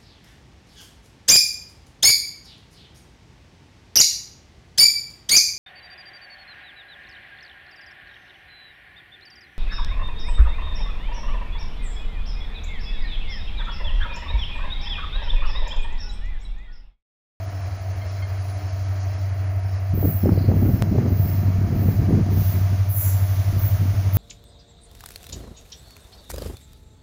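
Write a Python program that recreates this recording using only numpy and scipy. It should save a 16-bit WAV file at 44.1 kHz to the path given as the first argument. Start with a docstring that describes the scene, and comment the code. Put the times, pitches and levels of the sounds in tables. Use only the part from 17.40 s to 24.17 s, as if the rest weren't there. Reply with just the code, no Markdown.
"""A far diesel train drones and throbs over faintly rolling wheels, in fields of stridulating insects.
Two distant knocks on metal clink in the first second; the drone grows as the train approaches.
From about 2.5 s turbulent gusts buffet the microphone, and wheel scrape, running ahead through the
steel, makes the rails sing in high, hissing swells. At 3.4 s the sound skips once with a click.
Towards the end the gusts ease and the hiss of rolling rises."""
import sys
import numpy as np
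from scipy import signal
from scipy.fft import rfft, irfft
from scipy.io import wavfile

SR = 44100
rng = np.random.default_rng(int(sys.argv[2]) if len(sys.argv) > 2 else 0)


def digitize_waveform(pressure):
    """Quantize a signal to 16-bit integers and store it at the path in sys.argv[1].

    Rows of a 2-D input are taken as channels; values are limited to [-1, 1].
    """
    field = np.atleast_2d(pressure).T
    bounded = np.clip(field, -1, 1)
    quanta = np.round(bounded * 32767).astype(np.int16)
    wavfile.write(sys.argv[1], SR, quanta)


N = 298557
TIME = np.arange(N) / SR
NEARNESS = np.clip((TIME - 2.0) / 4.12, 0, 1)  # 0 when the train is far, 1 when nearer
SKIP_S, SKIP_LENGTH_S = 3.4233, 0.024  # the sound skips ahead once
DIP_S, DIP_WIDTH_S = 5.54, 0.046  # exhaust, roar and cricket chorus dip briefly

# Levels in the tables are relative; each source applies its own gain.
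# speed of the diesel: time_s, cycle_rate_hz
ENGINE_SPEED = [(0, 11.95), (3.4, 11.95), (6.77, 11.963)]
# exhaust harmonics of the cycle rate: order, far_db, near_db
EXHAUST_ORDERS = [(5, -29.5, -24.5), (6, -27, -58), (7, -14, -16.5), (8, 1.5, 0.5), (9, -21, -7.5),
                  (10, -20.5, -56), (13, -31, -23)]
# tones of spinning machinery: pitch_hz, far_db, near_db
WHINE_TONES = [(298, -55.5, -55), (404.4, -60.5, -70.5), (940, -65.5, -57.5), (1171, -64, -58),
               (1295, -63, -62)]
# spectra of the distant roar and the rolling hiss: frequency_hz, density_db
ROAR_SPECTRUM = [(15, -1), (36, 10.5), (58, 13.5), (88, 26.5), (104, 25.5), (130, 10), (200, 3.5),
                 (400, 0.5), (850, 0), (1200, -1), (2140, -3), (2800, -10), (3600, -22.5), (5000, -48)]
ROLLING_SPECTRUM = [(1500, -31), (2800, -4.5), (3500, -2.5), (4200, -4.5), (6500, -1.5), (7500, -18.5),
                    (8500, -22), (10000, -5), (12000, -21.5), (16000, -39)]
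# envelope of the rolling hiss: time_s, level_db
ROLLING_LEVEL = [(0, -64), (2.5, -73.5), (4.5, -62), (5.2, -51), (6.77, -49)]
# brief surges of the rolling hiss: crest_s, width_s, level_db
ROLLING_SURGES = [(5.05, 0.087, -49.5), (5.97, 0.09, -53)]
# spectra of the cricket chorus, the high buzz and a near bush cricket: frequency_hz, density_db
CHORUS_SPECTRUM = [(2000, -13.5), (3400, -4), (3620, -20.5), (3760, -6), (4190, -0.5), (5010, -2),
                   (5310, -1), (5500, -5), (5680, -2.5), (6480, -2), (7110, -8), (8270, -29.5), (8600, -44),
                   (11200, -68), (18900, -120)]
BUZZ_SPECTRUM = [(8600, -25.5), (9300, -20), (9900, -5), (10450, -0.5), (10800, -10), (11200, -21),
                 (12500, -32)]
BUSH_CRICKET_SPECTRUM = [(10500, -46.5), (12000, -26), (13600, -17), (14400, -4), (15400, 0.5),
                         (16000, -7.5)]
# envelope of the cricket chorus: time_s, level_db
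CHORUS_LEVEL = [(0, -53.5), (1.1, -50.5), (1.8, -52), (2.2, -56), (4.0, -52), (6.0, -53.5), (6.77, -59)]
# single rasps of other insects: crest_s, length_s, pitch_hz, width_hz, level_db
INSECT_RASPS = [(1.641, 0.12, 6100, 1400, -56), (3.023, 0.25, 4520, 1000, -52)]
# far knocks on metal: start_s, level_db
METAL_KNOCKS = [(0.615, -38.5), (0.821, -34)]
# modes of the struck metal: pitch_hz, level_db, t60_s
METAL_MODES = [(2120, 1, 0.15), (3180, -7, 0.11), (4330, -10, 0.2)]
# gusts on the microphone: start_s, hold_s, level_db
WIND_GUSTS = [(2.526, 0.038, -26), (2.617, 0.054, -21.5), (2.826, 0.077, -18), (3.075, 0.06, -18),
              (3.206, 0.096, -22), (3.506, 0.17, -22), (4.252, 0.088, -25.5), (4.398, 0.094, -25.5),
              (4.591, 0.016, -22.5), (4.676, .11, -20.5), (4.879, 0.095, -26.5), (5.13, 0.023, -26.5),
              (5.303, 0.023, -30), (6.117, .08, -33.5), (6.399, 0.026, -28.5)]
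# breeze between the gusts: time_s, level_db
BREEZE_LEVEL = [(2.9, -25), (3.07, -29.5), (3.58, -28), (3.97, -33.5), (4.62, -30.5), (5.41, -47),
                (6.77, -41)]
# spectra of turbulence in light air and in a hard gust: frequency_hz, density_db
LIGHT_AIR_SPECTRUM = [(20, -14), (36, -17.5), (58, 4), (140, 4.5), (200, -4.5), (320, -14.5), (500, -27),
                      (900, -36), (2000, -64)]
HARD_GUST_SPECTRUM = [(20, -13.5), (36, -13), (58, -4.5), (130, 2.5), (220, -0.5), (380, -10), (550, -21.5),
                      (900, -32), (2000, -54), (4000, -71)]
# swells of rail singing, about 0.6 s apart: start_s, length_s, thin_hiss_db, full_hiss_db
RAIL_SWELLS = [(2.531, 0.34, -32.5, -51), (3.114, 0.33, -41, -54.5), (3.68, 0.37, -38, -54),
               (4.312, 0.32, -42.5, -54), (4.892, 0.34, -36, -47), (5.48, 0.26, -29, -30.5),
               (6.164, 0.18, -32.5, -46), (6.724, 0.12, -27, -31)]
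# spectra of the rails' thin top hiss and fuller hiss: frequency_hz, density_db
THIN_HISS_SPECTRUM = [(12500, -40), (13700, -8), (14300, 0), (14800, -5), (15400, 2.5), (16000, -11)]
FULL_HISS_SPECTRUM = [(5200, -36), (5750, -9.5), (6800, -10.5), (7500, -1.5), (8100, -24.5), (9300, -12),
                      (10300, -6), (11200, 4), (12200, -5), (13600, 4.5), (15000, -15)]
# ringing modes of the rail: pitch_hz, level_db
RAIL_RESONANCES = [(7480, -18), (9620, -21), (11073, -5), (11300, -12), (11989, -11), (13372, -10),
                   (14223, -8), (14260, 0), (14700, -9), (14920, -10), (15186, -4), (15391, -6)]
# single eddies striking the microphone: centre_s, level_db, pitch_hz
EDDY_STRIKES = [(2.577, -17, 328), (2.629, -17, 470), (2.658, -14.5, 406), (2.859, -8, 404),
                (2.893, -19, 990), (2.977, -13, 366), (3.101, -16.5, 422), (3.117, -16, 530),
                (4.709, -14, 350), (4.775, -29, 480), (4.791, -16, 320)]


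def amp(db):
    """Amplitude ratio: a factor of ten for every 20 decibels."""
    return 10 ** (np.asarray(db) / 20)


def unit(x):
    """Normalisation to rms 1."""
    return x / np.sqrt(np.mean(x ** 2) + 1e-20)


def curve(rows):
    """Linear interpolation of (time_s, value) rows at every sample."""
    return np.interp(TIME, *np.transpose(rows))


def bell(crest_s, width_s):
    """Gaussian envelope, 1 at its crest."""
    return np.exp(-((TIME - crest_s) / width_s) ** 2 / 2)


def band_noise(centre_hz, width_hz):
    """Band-pass filtering of white noise, at rms 1."""
    hz = np.fft.rfftfreq(N, 1 / SR)
    rolloff = 1 + ((hz - centre_hz) / (width_hz / 2)) ** 4
    return unit(irfft(rfft(rng.standard_normal(N)) / rolloff, N))


def drift(rate_hz):
    """Random modulation: low-pass noise of rms 1, changing up to about rate_hz."""
    return band_noise(0, 2 * rate_hz)


def coloured_noise(spectrum, band_hz, ripple_db=0, ripple_hz=50):
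    """Spectral shaping of noise to rms 1 within band_hz; ripple scatters narrow peaks over it."""
    hz = np.fft.rfftfreq(N, 1 / SR)
    points_hz, points_db = np.transpose(spectrum)
    shape_db = np.interp(np.log(hz + 1), np.log(points_hz + 1), points_db, right=-100)
    peaks = np.interp(hz / ripple_hz, np.arange(2000), rng.standard_normal(2000))
    shaped = rfft(rng.standard_normal(N)) * amp(shape_db + ripple_db * peaks)
    in_band = irfft(shaped * (hz > band_hz[0]) * (hz < band_hz[1]), N)
    return irfft(shaped, N) / np.std(in_band)


def add(mix, start_s, sound):
    """Superposition of a sound on the mix from start_s."""
    part = mix[round(start_s * SR):][:len(sound)]
    part += sound[:len(part)]


def exhaust(far_gain_db=-32, near_gain_db=-18.5, growth_s=2.78, side_boost_db=1.8, dip_db=-3):
    """Beating: eight firings a cycle make the drone; unequal cylinders add side orders that throb."""
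    cycles = np.cumsum(curve(ENGINE_SPEED) / SR)
    skip = round(SKIP_S * SR)
    cycles[skip:] += curve(ENGINE_SPEED)[skip] * SKIP_LENGTH_S  # the phase jumps at the skip
    drone = np.zeros(N)
    for order, far_db, near_db in EXHAUST_ORDERS:
        order = round(order)
        air = drift(4)  # moving air bends the long sound path
        offset_db = 0.5 * air if order == 8 else 1.5 * air + side_boost_db
        level_db = far_db + NEARNESS * (near_db - far_db) + offset_db
        drone += amp(level_db) * np.sin(2 * np.pi * order * cycles)
    gain_db = near_gain_db + (far_gain_db - near_gain_db) * np.exp(-TIME / growth_s)
    return np.sqrt(2) * drone * amp(gain_db + dip_db * bell(DIP_S, DIP_WIDTH_S))


def whines(waver_db=2.5):
    """Atmospheric fading: thin tones of spinning machinery waver on their way through the air."""
    tones = np.zeros(N)
    for hz, far_db, near_db in WHINE_TONES:
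        level_db = far_db + NEARNESS * (near_db - far_db) + waver_db * drift(4.1)
        tones += amp(level_db) * np.sin(2 * np.pi * hz * TIME)
    return np.sqrt(2) * tones


def roar(far_db=-48.62, near_db=-45.62, flutter_db=0.76, hollow_db=-44.5, ripple_db=-0.12, dip_db=-5):
    """Broadband radiation of engine and wheels: a far roar, a hollow-sounding band and rolling hiss."""
    wide = coloured_noise(ROAR_SPECTRUM, (1000, 2600), ripple_db)
    wide *= amp(far_db + NEARNESS ** 2 * (near_db - far_db) + flutter_db * drift(15))
    hollow = amp(hollow_db) * band_noise(centre_hz=667.6, width_hz=166)
    surge_power = sum((amp(db) * bell(s, width_s)) ** 2 for s, width_s, db in ROLLING_SURGES)
    rolling = coloured_noise(ROLLING_SPECTRUM, (2500, 7000), ripple_db)
    rolling *= np.sqrt(amp(curve(ROLLING_LEVEL)) ** 2 + surge_power)
    return (wide + hollow + rolling) * amp(dip_db * bell(DIP_S, DIP_WIDTH_S))


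def cricket_chorus(gain_db=-1, trill_db=1.5, dip_db=-5, group_count=4):
    """Incoherent summation: groups of crickets, each trilling on its own pitches, merge."""
    groups = [coloured_noise(CHORUS_SPECTRUM, (4000, 7000), ripple_db=4, ripple_hz=90)
              for _ in range(group_count)]
    chorus = unit(sum(group * amp(trill_db * (drift(30) + drift(11))) for group in groups))
    return chorus * amp(curve(CHORUS_LEVEL) + gain_db + dip_db * bell(DIP_S, DIP_WIDTH_S))


def insect_buzz(steady_db=-66.5, swell_db=-58.5):
    """Addition of powers: a high, steady insect buzz and one brief swell of it."""
    swell = amp(swell_db) * bell(crest_s=1.096, width_s=0.082)
    return coloured_noise(BUZZ_SPECTRUM, (9600, 10700)) * np.hypot(amp(steady_db), swell)


def bush_cricket(level_db=-59, stroke_hz=6.54, roughness_db=3, gap_db=-18):
    """Stridulation: each regular wing stroke makes a rasp of about a tenth of a second."""
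    strokes = np.cos(2 * np.pi * stroke_hz * (TIME - 0.005))
    gate = np.clip((strokes + 0.8) * 3, amp(gap_db), 1)
    rasp = coloured_noise(BUSH_CRICKET_SPECTRUM, (14000, 15600))
    return amp(level_db) * gate * unit(rasp * amp(roughness_db * drift(250)))


def insect_call(crest_s, length_s, pitch_hz, width_hz, level_db, pulse_hz=32):
    """Amplitude modulation of a narrow noise band: one short, pulsing call."""
    t = TIME - crest_s
    arch = np.cos(np.pi * np.clip(t / length_s, -0.5, 0.5))
    pulses = 1 + 0.4 * np.cos(2 * np.pi * pulse_hz * t)
    return amp(level_db) * arch * pulses * band_noise(pitch_hz, width_hz)


def trills(first_s=0.197, period_s=0.533, count=8):
    """Stridulation in bouts: a nearer cricket repeats its trill; other insects rasp now and then."""
    cricket = sum(insect_call(crest_s, length_s=0.23, pitch_hz=5340, width_hz=240, level_db=-58.5)
                  for crest_s in first_s + period_s * np.arange(count))
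    return cricket + sum(insect_call(*rasp) for rasp in INSECT_RASPS)


def clinks(gain_db=-2, attack_s=0.0019):
    """Damped free vibration: far metal, knocked twice, rings in exponentially decaying modes."""
    out, t = np.zeros(N), TIME[:SR // 3]
    ring = sum(amp(db - 60 * t / t60_s) * np.sin(2 * np.pi * hz * t) for hz, db, t60_s in METAL_MODES)
    for start_s, db in METAL_KNOCKS:
        add(out, start_s, amp(db + gain_db) * ring * (1 - np.exp(-t / attack_s)))
    return out


def gust(start_s, hold_s, attack_s=0.017, release_s=0.044):
    """Envelope of one gust: linear attack, hold, exponential release."""
    t = TIME - start_s
    return np.clip(t / attack_s, 0, 1) * np.exp(-np.maximum(t - hold_s, 0) / release_s)


def wind(gain_db=1, breeze_start_s=2.88, breeze_rise_s=0.15, breeze_gain_db=1.4,
         calm_db=-36, hard_db=-19, eddy_db=3.5, ceiling=0.4):
    """Turbulence at the microphone: lumpy pressure fluctuations, brighter the harder it blows."""
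    onset = np.clip((TIME - breeze_start_s) / breeze_rise_s, 0, 1)
    breeze = onset * amp(curve(BREEZE_LEVEL) + breeze_gain_db)
    gust_power = sum((amp(db) * gust(s, hold_s)) ** 2 for s, hold_s, db in WIND_GUSTS)
    force = np.sqrt(breeze ** 2 + gust_power)
    hardness = np.clip((20 * np.log10(force + 1e-9) - calm_db) / (hard_db - calm_db), 0, 1)
    light = coloured_noise(LIGHT_AIR_SPECTRUM, (140, 600))
    strong = coloured_noise(HARD_GUST_SPECTRUM, (140, 600))
    air = np.sqrt(1 - hardness) * light + np.sqrt(hardness) * strong
    eddies = unit(amp(eddy_db * band_noise(29.2, 45)))  # tens of eddies a second
    pressure = air * eddies * force * amp(gain_db)
    return ceiling * np.tanh(pressure / ceiling)  # the largest pushes are rounded off


def rail_swell(start_s, length_s, attack_s=0.014, release_s=0.022, ends_db=-14.5,
               tail_db=-16, tail_db_per_s=17):
    """Envelope of one arched swell, then the exponential decay of the hiss it leaves in the steel."""
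    t = TIME - start_s
    since_end_s = np.maximum(t - length_s, 0)
    arch = amp(ends_db * np.clip(2 * t / length_s - 1, -1, 1) ** 2)
    tail = np.clip(t / length_s, 0, 1) * amp(tail_db - tail_db_per_s * since_end_s)
    return np.clip(t / attack_s, 0, 1) * np.hypot(arch * np.exp(-since_end_s / release_s), tail)


def disperse(sound, lag_s=0.059, corner_hz=11500, span_hz=4200):
    """Dispersion of bending waves: below the corner, lower frequencies arrive later."""
    hz = np.fft.rfftfreq(2 * N, 1 / SR)
    group_delay_s = lag_s * np.clip((corner_hz - hz) / span_hz, 0, 1.1)
    phase = 2 * np.pi * np.cumsum(group_delay_s) * hz[1]
    return irfft(rfft(sound, 2 * N) * np.exp(-1j * phase))[:N]


def rail_ringing(drive_power, level_db=-53, t60_s=1.2, waver_db=0.5, waver_rad=0.6):
    """Resonance: the steel stores the energy of each swell and gives it back in its modes."""
    retention = 10 ** (-6 / (t60_s * SR))  # share of the energy kept each sample
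    energy = signal.lfilter([1], [1, -retention], drive_power)
    modes = sum(amp(db + waver_db * drift(4)) * np.sin(2 * np.pi * hz * TIME + waver_rad * drift(6))
                for hz, db in RAIL_RESONANCES)
    return amp(level_db) * unit(np.sqrt(energy) * modes)


def rails(thin_gain_db=-1, full_gain_db=-2.5, grain_db=1, thin_coupling_db=-6):
    """Guided waves: wheel scrape runs ahead through the steel as two hisses that excite its modes."""
    thin_power = sum((amp(db) * rail_swell(s, length_s)) ** 2 for s, length_s, db, _ in RAIL_SWELLS)
    full_power = sum((amp(db) * rail_swell(s, length_s)) ** 2 for s, length_s, _, db in RAIL_SWELLS)
    thin = coloured_noise(THIN_HISS_SPECTRUM, (14000, 15600), ripple_db=3, ripple_hz=30)
    full = coloured_noise(FULL_HISS_SPECTRUM, (10900, 13500), ripple_db=3, ripple_hz=30)
    grain = unit(amp(grain_db * drift(200)))
    thin = thin * grain * np.sqrt(thin_power) * amp(thin_gain_db)
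    full = disperse(full * grain * np.sqrt(full_power) * amp(full_gain_db))
    return thin + full + rail_ringing((amp(thin_coupling_db) * thin) ** 2 + full ** 2)


def buffets(width_cycles=0.35, lead_s=0.01):
    """Pressure doublets: each eddy that strikes the microphone gives one push and one pull."""
    out = np.zeros(N)
    for centre_s, db, hz in EDDY_STRIKES:
        cycles = (TIME[:1000] - lead_s) * hz
        window = np.exp(-(cycles / width_cycles) ** 2 / 2)
        add(out, centre_s - lead_s, -amp(db) * window * np.sin(2 * np.pi * cycles))
    return out


def click(level_db=-16, decay_s=0.0014):
    """A discontinuity has a broad spectrum: a sharp step clicks where the sound skips."""
    out = np.zeros(N)
    add(out, SKIP_S, -amp(level_db) * np.exp(-TIME[:1000] / decay_s))
    return out


def scene():
    """Superposition of train, rails, insects and wind at one microphone."""
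    train = exhaust() + whines() + roar() + rails()
    field = cricket_chorus() + insect_buzz() + trills() + bush_cricket() + clinks()
    return (train + field + wind() + buffets() + click())[None]


def record(dry):
    """Band limiting: a steep low-pass filter at 15.6 kHz."""
    lowpass = signal.firwin(1023, 15600, window=("kaiser", 9), fs=SR)
    return signal.oaconvolve(dry, lowpass[None], "same")


dry = scene()
out = record(dry)
digitize_waveform(out)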